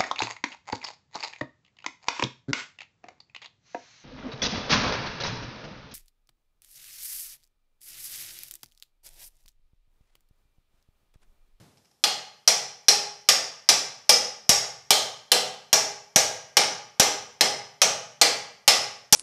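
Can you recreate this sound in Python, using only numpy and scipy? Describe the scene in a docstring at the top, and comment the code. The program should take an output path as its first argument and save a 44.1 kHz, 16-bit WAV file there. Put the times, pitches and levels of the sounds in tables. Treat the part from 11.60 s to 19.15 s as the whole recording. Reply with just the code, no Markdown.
"""Hammering a shaft out of its bearing

A hard-walled workshop, microphone close: a steel hammer drives the shaft with steady blows after a few light touches.
Each blow is filtered noise for snap, crack and room, plus a tiny pitched click and a singing band of noise.
Solid blows add a clear low thud, a swelling and dying sine. Quiet air and a fading boom are shaped noise.
A limiter flattens the loudest peaks of the blows."""
import sys
import numpy as np
from scipy import signal
from scipy.fft import rfft, irfft
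from scipy.io import wavfile
from scipy.ndimage import uniform_filter1d, minimum_filter1d

SR = 44100
rng = np.random.default_rng(int(sys.argv[2]) if len(sys.argv) > 2 else 0)


def to_wav(sig):
    """Store sig (one row per channel, or 1-D mono) as 16-bit WAV at the path in sys.argv[1].

    Samples outside -1..1 are clipped; the rate is SR.
    """
    pcm = np.clip(np.atleast_2d(sig), -1, 1) * 32767
    pcm = np.round(pcm).astype(np.int16)
    wavfile.write(sys.argv[1], SR, pcm.T)  # frames by channels


N = 332955
SIZE = 32768  # samples in one struck sound
AGE = np.arange(SIZE) / SR  # seconds since the strike
FREQS = np.maximum(np.fft.rfftfreq(SIZE, 1 / SR), 1)  # Hz, kept above zero for the logarithms
TOP_HZ = 14000  # upper limit of the recorded sound


def amp(db):
    """Decibels to gain."""
    return 10 ** (np.asarray(db) / 20)


def lookup(points, hz):
    """Read (Hz, value) points on a log-frequency axis."""
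    at, value = np.transpose(points)
    return np.interp(np.log(hz), np.log(at), value)


def fade(t60):
    """Exponential decay that loses 60 dB in t60 seconds."""
    return np.exp(-np.log(1000) * AGE / t60)


def add(track, start_s, sound):
    """Mix a sound into the track at a time, cut off where the track ends."""
    start = int(start_s * SR)
    part = sound[:max(len(track) - start, 0)]
    track[start:start + len(part)] += part


def colour(x, gain):
    """Minimum-phase filter with the given gain at FREQS, so that attacks stay sharp."""
    cepstrum = irfft(np.log(gain))
    # folding the cepstrum onto positive times makes the filter causal
    cepstrum[1:SIZE // 2] *= 2
    cepstrum[SIZE // 2 + 1:] = 0
    response = np.exp(rfft(cepstrum))
    return irfft(rfft(x) * response)


def noise(points, size):
    """Noise of rms 1 with a (Hz, dB) spectrum."""
    hz = np.maximum(np.fft.rfftfreq(size, 1 / SR), 1)
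    spectrum = rfft(rng.standard_normal(size)) * amp(lookup(points, hz))
    x = irfft(spectrum, size)
    return x / x.std()


def hump(hz, width_hz, db):
    """Gain of a steep-sided resonance standing on a flat spectrum."""
    return np.hypot(1, amp(db) / np.hypot(1, (2 * (FREQS - hz) / width_hz) ** 2))


# Spectrum of the still workshop air. Each row: frequency in Hz, relative level in dB.
AIR_SPECTRUM = [(30, -7), (120, -11.5), (300, -11.5), (800, -13), (2000, -23.5), (6000, -19.5),
                (13000, -23.5)]
# Spectrum of the low boom in the room. Each row: frequency in Hz, relative level in dB.
BOOM_SPECTRUM = [(40, -25), (90, -11), (140, -7.5), (330, -16), (700, -20), (1500, -28.5), (5000, -30),
                 (12000, -38.5)]


def background(air_db=-72, boom_db=-53, boom_t60=0.85):
    """Still workshop air as steady noise, and a low boom that dies away exponentially from the start."""
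    out = amp(air_db) * noise(AIR_SPECTRUM, size=N)
    boom = noise(BOOM_SPECTRUM, size=SIZE) * fade(boom_t60)
    add(out, 0, amp(boom_db) * boom)
    return out


# Reverberation of the workshop. Each row: frequency in Hz, time to fall 60 dB in seconds.
ROOM_DECAY = [(60, 0.49), (130, 0.99), (280, 0.43), (500, 0.56), (850, 0.62), (2000, 0.58), (4000, 0.48),
              (5500, 0.53), (8000, 0.4), (13000, 0.33)]
# Colour of the sound off the hard walls. Each row: frequency in Hz, relative level in dB.
WALL_COLOUR = [(60, 6), (300, 0), (700, 2), (2000, 2), (5000, 0.5), (8000, 3.5), (13000, -1.5)]


def reflections(count, build_s=0.0086):
    """Diffuse room responses: noise that builds up quickly, then each frequency dies at its own rate."""
    spectra = rfft(rng.standard_normal((count, SIZE)))
    wall_gain = amp(lookup(WALL_COLOUR, FREQS))
    centres, t60s = np.transpose(ROOM_DECAY)
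    out = 0
    # each row of the identity matrix makes one overlapping triangular band
    for share, t60 in zip(np.eye(len(centres)), t60s):
        band = np.interp(np.log(FREQS), np.log(centres), share) * wall_gain
        out = out + irfft(spectra * band) * fade(t60)
    return out * (1 - np.exp(-AGE / build_s))


# Crowded, quickly damped resonances of hammer, shaft and bearing.
# Each row: frequency in Hz, gain in dB.
CLANK_SPECTRUM = [(40, -37.5), (120, -13.5), (190, -9), (290, -1), (370, -5), (470, 3), (800, 3),
                  (1020, -4.5), (1400, -3.5), (2100, 1), (3300, 1.5), (5000, 4), (7000, 1), (10000, -6),
                  (13500, -10)]
# Sharper modes of frame and shaft.
# Each row: frequency in Hz, width in Hz, typical level in dB relative to the clank.
SHARP_MODES = [(409, 4.1, 5.5), (499, 79, -1.5), (610, 29, -2), (758, 11, 3.5), (827, 26, 7.5),
               (1132, 38.5, 4.5), (1224, 40, 5.5), (1621, 30, 3), (1982, 10, 5), (2070, 14, -4.5),
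               (2350, 37, 0.5), (3170, 110, -3), (3363, 97, 1.5), (4160, 21, 7), (4104, 33, 0.5),
               (4000, 27, -2.5), (5320, 30, -1.5), (5140, 48, 1), (5480, 13, -2), (5873, 54, 2),
               (6575, 91, 1.5), (6810, 8, -9)]


def resonances(scatter_db=3):
    """Gain of the struck assembly; no two strikes share their force alike among the modes."""
    luck_db = scatter_db * rng.standard_normal(len(SHARP_MODES))
    peaks = 0  # power relative to the clank
    for (hz, width_hz, db), luck in zip(SHARP_MODES, luck_db):
        peaks = peaks + amp(db + luck) ** 2 / (1 + (2 * (FREQS - hz) / width_hz) ** 2)
    return amp(lookup(CLANK_SPECTRUM, FREQS)) * np.sqrt(1 + peaks)


# The hammer face touching the shaft while aiming. Each row: start in seconds, relative level in dB.
AIMING_TOUCHES = [(0.172, -44), (.180, -45), (.247, -46.5), (.255, -45), (.313, -45)]


def aiming(t60=0.029, room_db=-16, tick_db=-13):
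    """Light touches of steel on steel before the first blow: short noise and its room, through the resonances."""
    out = np.zeros(N)
    gain = resonances() * hump(5400, width_hz=1000, db=6)  # one draw, shared by all touches
    for (start_s, db), room in zip(AIMING_TOUCHES, reflections(len(AIMING_TOUCHES))):
        tick = rng.standard_normal(SIZE) * fade(t60) + amp(room_db) * room
        add(out, start_s, amp(db + tick_db) * colour(tick, gain))
    return out


def thud(hz=198, swell_s=0.0016, db=-16.5):
    """The shaft gives way and the whole machine lurches for a cycle or two."""
    swell = AGE / swell_s * np.exp(1 - AGE / swell_s)
    return amp(db) * swell * np.sin(2 * np.pi * hz * AGE)


def steel(frame_db, bright_db, frame_hz=1200, bright_hz=7000):
    """Low and high tilt of one blow, and a fine random unevenness of the spectrum, drawn anew for each blow."""
    low_db = frame_db / (1 + (FREQS / frame_hz) ** 4)
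    high_db = bright_db / (1 + (bright_hz / FREQS) ** 4)
    spots = np.linspace(0, SR / 2, 440)  # Hz, about 50 Hz apart
    unevenness = np.interp(FREQS, spots, rng.standard_normal(len(spots)))
    depth_db = np.minimum(2 + FREQS / 5000, 4)
    return amp(low_db + high_db + depth_db * unevenness)


def snap(db=-1, t60=0.01):
    """The bright instant of steel meeting steel: differenced noise, which favours the treble."""
    return amp(db) * np.diff(rng.standard_normal(SIZE + 1)) * fade(t60)


def crack(t60, db=-5, body_hz=850):
    """Dense direct ringing; the slim shaft radiates its low notes poorly, so those arrive by way of the room."""
    slim = signal.butter(1, body_hz, "high", fs=SR, output="sos")
    return amp(db) * signal.sosfilt(slim, rng.standard_normal(SIZE) * fade(t60))


def click(hz, db=-9, t60=0.0051):
    """A tiny pitched click at the onset, a sine that dies within a few milliseconds."""
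    return amp(db) * fade(t60) * np.sin(2 * np.pi * hz * AGE)


def shimmer(hz, db=-13.5, width_hz=650, t60=0.36):
    """A cluster of close shaft modes, heard as a band of noise that sings on after the crack."""
    band = 1 / np.hypot(1, (2 * (FREQS - hz) / width_hz) ** 2)
    return amp(db) * colour(rng.standard_normal(SIZE) * fade(t60), band)


# Bending resonances of the shaft at a fully off-centre blow.
# Each row: frequency in Hz, width in Hz, level in dB relative to the flat spectrum.
BENDING_MODES = [(3284, 650, 11.5), (4220, 550, 6.5)]


def shaft(ring_hz, ring_db, off_centre, ring_width_hz=980, bend_power=4.75):
    """Gain of the shaft: its lengthwise ring, and bending that grows as the blow lands off centre."""
    bending = np.prod([hump(hz, width_hz, db) for hz, width_hz, db in BENDING_MODES], axis=0)
    return hump(ring_hz, ring_width_hz, ring_db) * bending ** (off_centre ** bend_power)


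# The hammer blows, close to the microphone. Each row: start in seconds, force in dB, treble tilt in dB,
# distance off centre from 0 to 1, shaft ring in Hz, relative thud level in dB.
HAMMER_BLOWS = [ (0.439, -6, -3.5, 0.84, 4700, -41), (0.8764, -3.5, -0.5, 0.21, 5370, -38),
                (1.2835, -2.5, -1.5, 0, 5380, -25), (1.6880, -1.5, -1.5, 0.33, 5300, -17),
                (2.0892, -1, -2, 0.21, 5270, -33), (2.4930, -1.5, 1, 0, 5500, -29.5),
                (2.8926, -2.5, 2.5, 0, 5300, 1), (3.3057, -3.5, 5.5, 0.94, 5300, -11),
                (3.7177, -4, 4, 0.95, 5350, -18), (4.1292, -3, 0.5, 0.18, 5740, -12),
                (4.5598, -1.5, 1.5, 0.51, 5700, 0.5), (4.9692, 0, -8, 0.53, 5430, -23),
                (5.3974, -1, 0.5, 0.5, 5700, 1), (5.8092, -2.5, -5.5, 0.64, 5300, -20),
                (6.2170, -1.5, -5, 0.42, 5900, -26), (6.6142, 0.5, -3.5, .65, 4600, -24),
                (7.0782, 1.6, -1.5, 0.68, 5240, -13), (7.5252, 1.5, 5, 0.03, 5720, 1)]
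# How much of each blow the frame takes: most while the shaft is midway through the bearing.
# Each row: time in seconds, low-frequency tilt in dB.
FRAME_SHARE = [(0.4, 0), (1.3, 0), (2.7, 2), (3.35, 6.5), (4.9, 3.5), (5.8, 5), (7.1, 1.5)]


def hammer(room_db=-16, thud_room_db=-43, square_ring_db=9, free_t60=0.074, choked_t60=0.051):
    """Every blow excites snap, crack and room through the steel, a click, the shaft's shimmer, and the thud."""
    out = np.zeros(N)
    walls, *moving = reflections(len(HAMMER_BLOWS) + 1)
    for blow, changed in zip(HAMMER_BLOWS, moving):
        start_s, force_db, bright_db, off_centre, ring_hz, thud_db = blow
        off_centre = np.clip(off_centre, 0, 1)
        solid = min(amp(thud_db), 1)
        # a square blow rings the shaft along its length; an off-centre one rings less and bends it instead
        ring_db = square_ring_db * (1 - off_centre)
        frame_db = np.interp(start_s, *np.transpose(FRAME_SHARE))
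        # the crack is shorter when the shaft gives way with a thud or the blow glances
        choke = max(solid, off_centre ** 2)
        crack_t60 = free_t60 * (1 - choke) + choked_t60 * choke
        # the walls stay put, but arm and hammer change half of the echo paths
        room = (walls + changed) / np.sqrt(2)
        # the ring shifts as the shaft creeps through the bearing's grip
        gain = resonances() * shaft(ring_hz, ring_db, off_centre) * steel(frame_db, bright_db)
        clank = colour(snap() + crack(crack_t60) + amp(room_db) * room, gain)
        ringing = amp(ring_db) * (click(ring_hz) + shimmer(ring_hz))
        add(out, start_s, amp(force_db) * (clank + ringing))
        lurch = amp(thud_db) * thud()
        lurch_in_room = irfft(rfft(lurch) * rfft(room))
        add(out, start_s, lurch + amp(thud_room_db) * lurch_in_room)
    return out


def scene():
    """The hammering in the workshop, one channel."""
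    return (hammer() + aiming() + background())[None]


def limiter(x, ceiling=0.95, size=25):
    """Turn the gain down around each loud peak, for about half a millisecond to either side."""
    gain = 1 / np.sqrt(np.hypot(1, (x / ceiling) ** 2))
    lowest = minimum_filter1d(gain, size)
    return x * uniform_filter1d(lowest, size)


def record(dry, bass_hz=50):
    """Cut the top, flatten the blows with the limiter, then cut the deep bass and the top again."""
    top = signal.ellip(8, .2, 70, TOP_HZ, fs=SR, output="sos")
    held = limiter(signal.sosfilt(top, dry))
    bass_cut = signal.butter(2, bass_hz, "high", fs=SR, output="sos")
    thin = signal.sosfilt(bass_cut, held)
    return signal.convolve(thin, signal.firwin(101, TOP_HZ, fs=SR)[None], "same")


dry = scene()
out = record(dry)
to_wav(out)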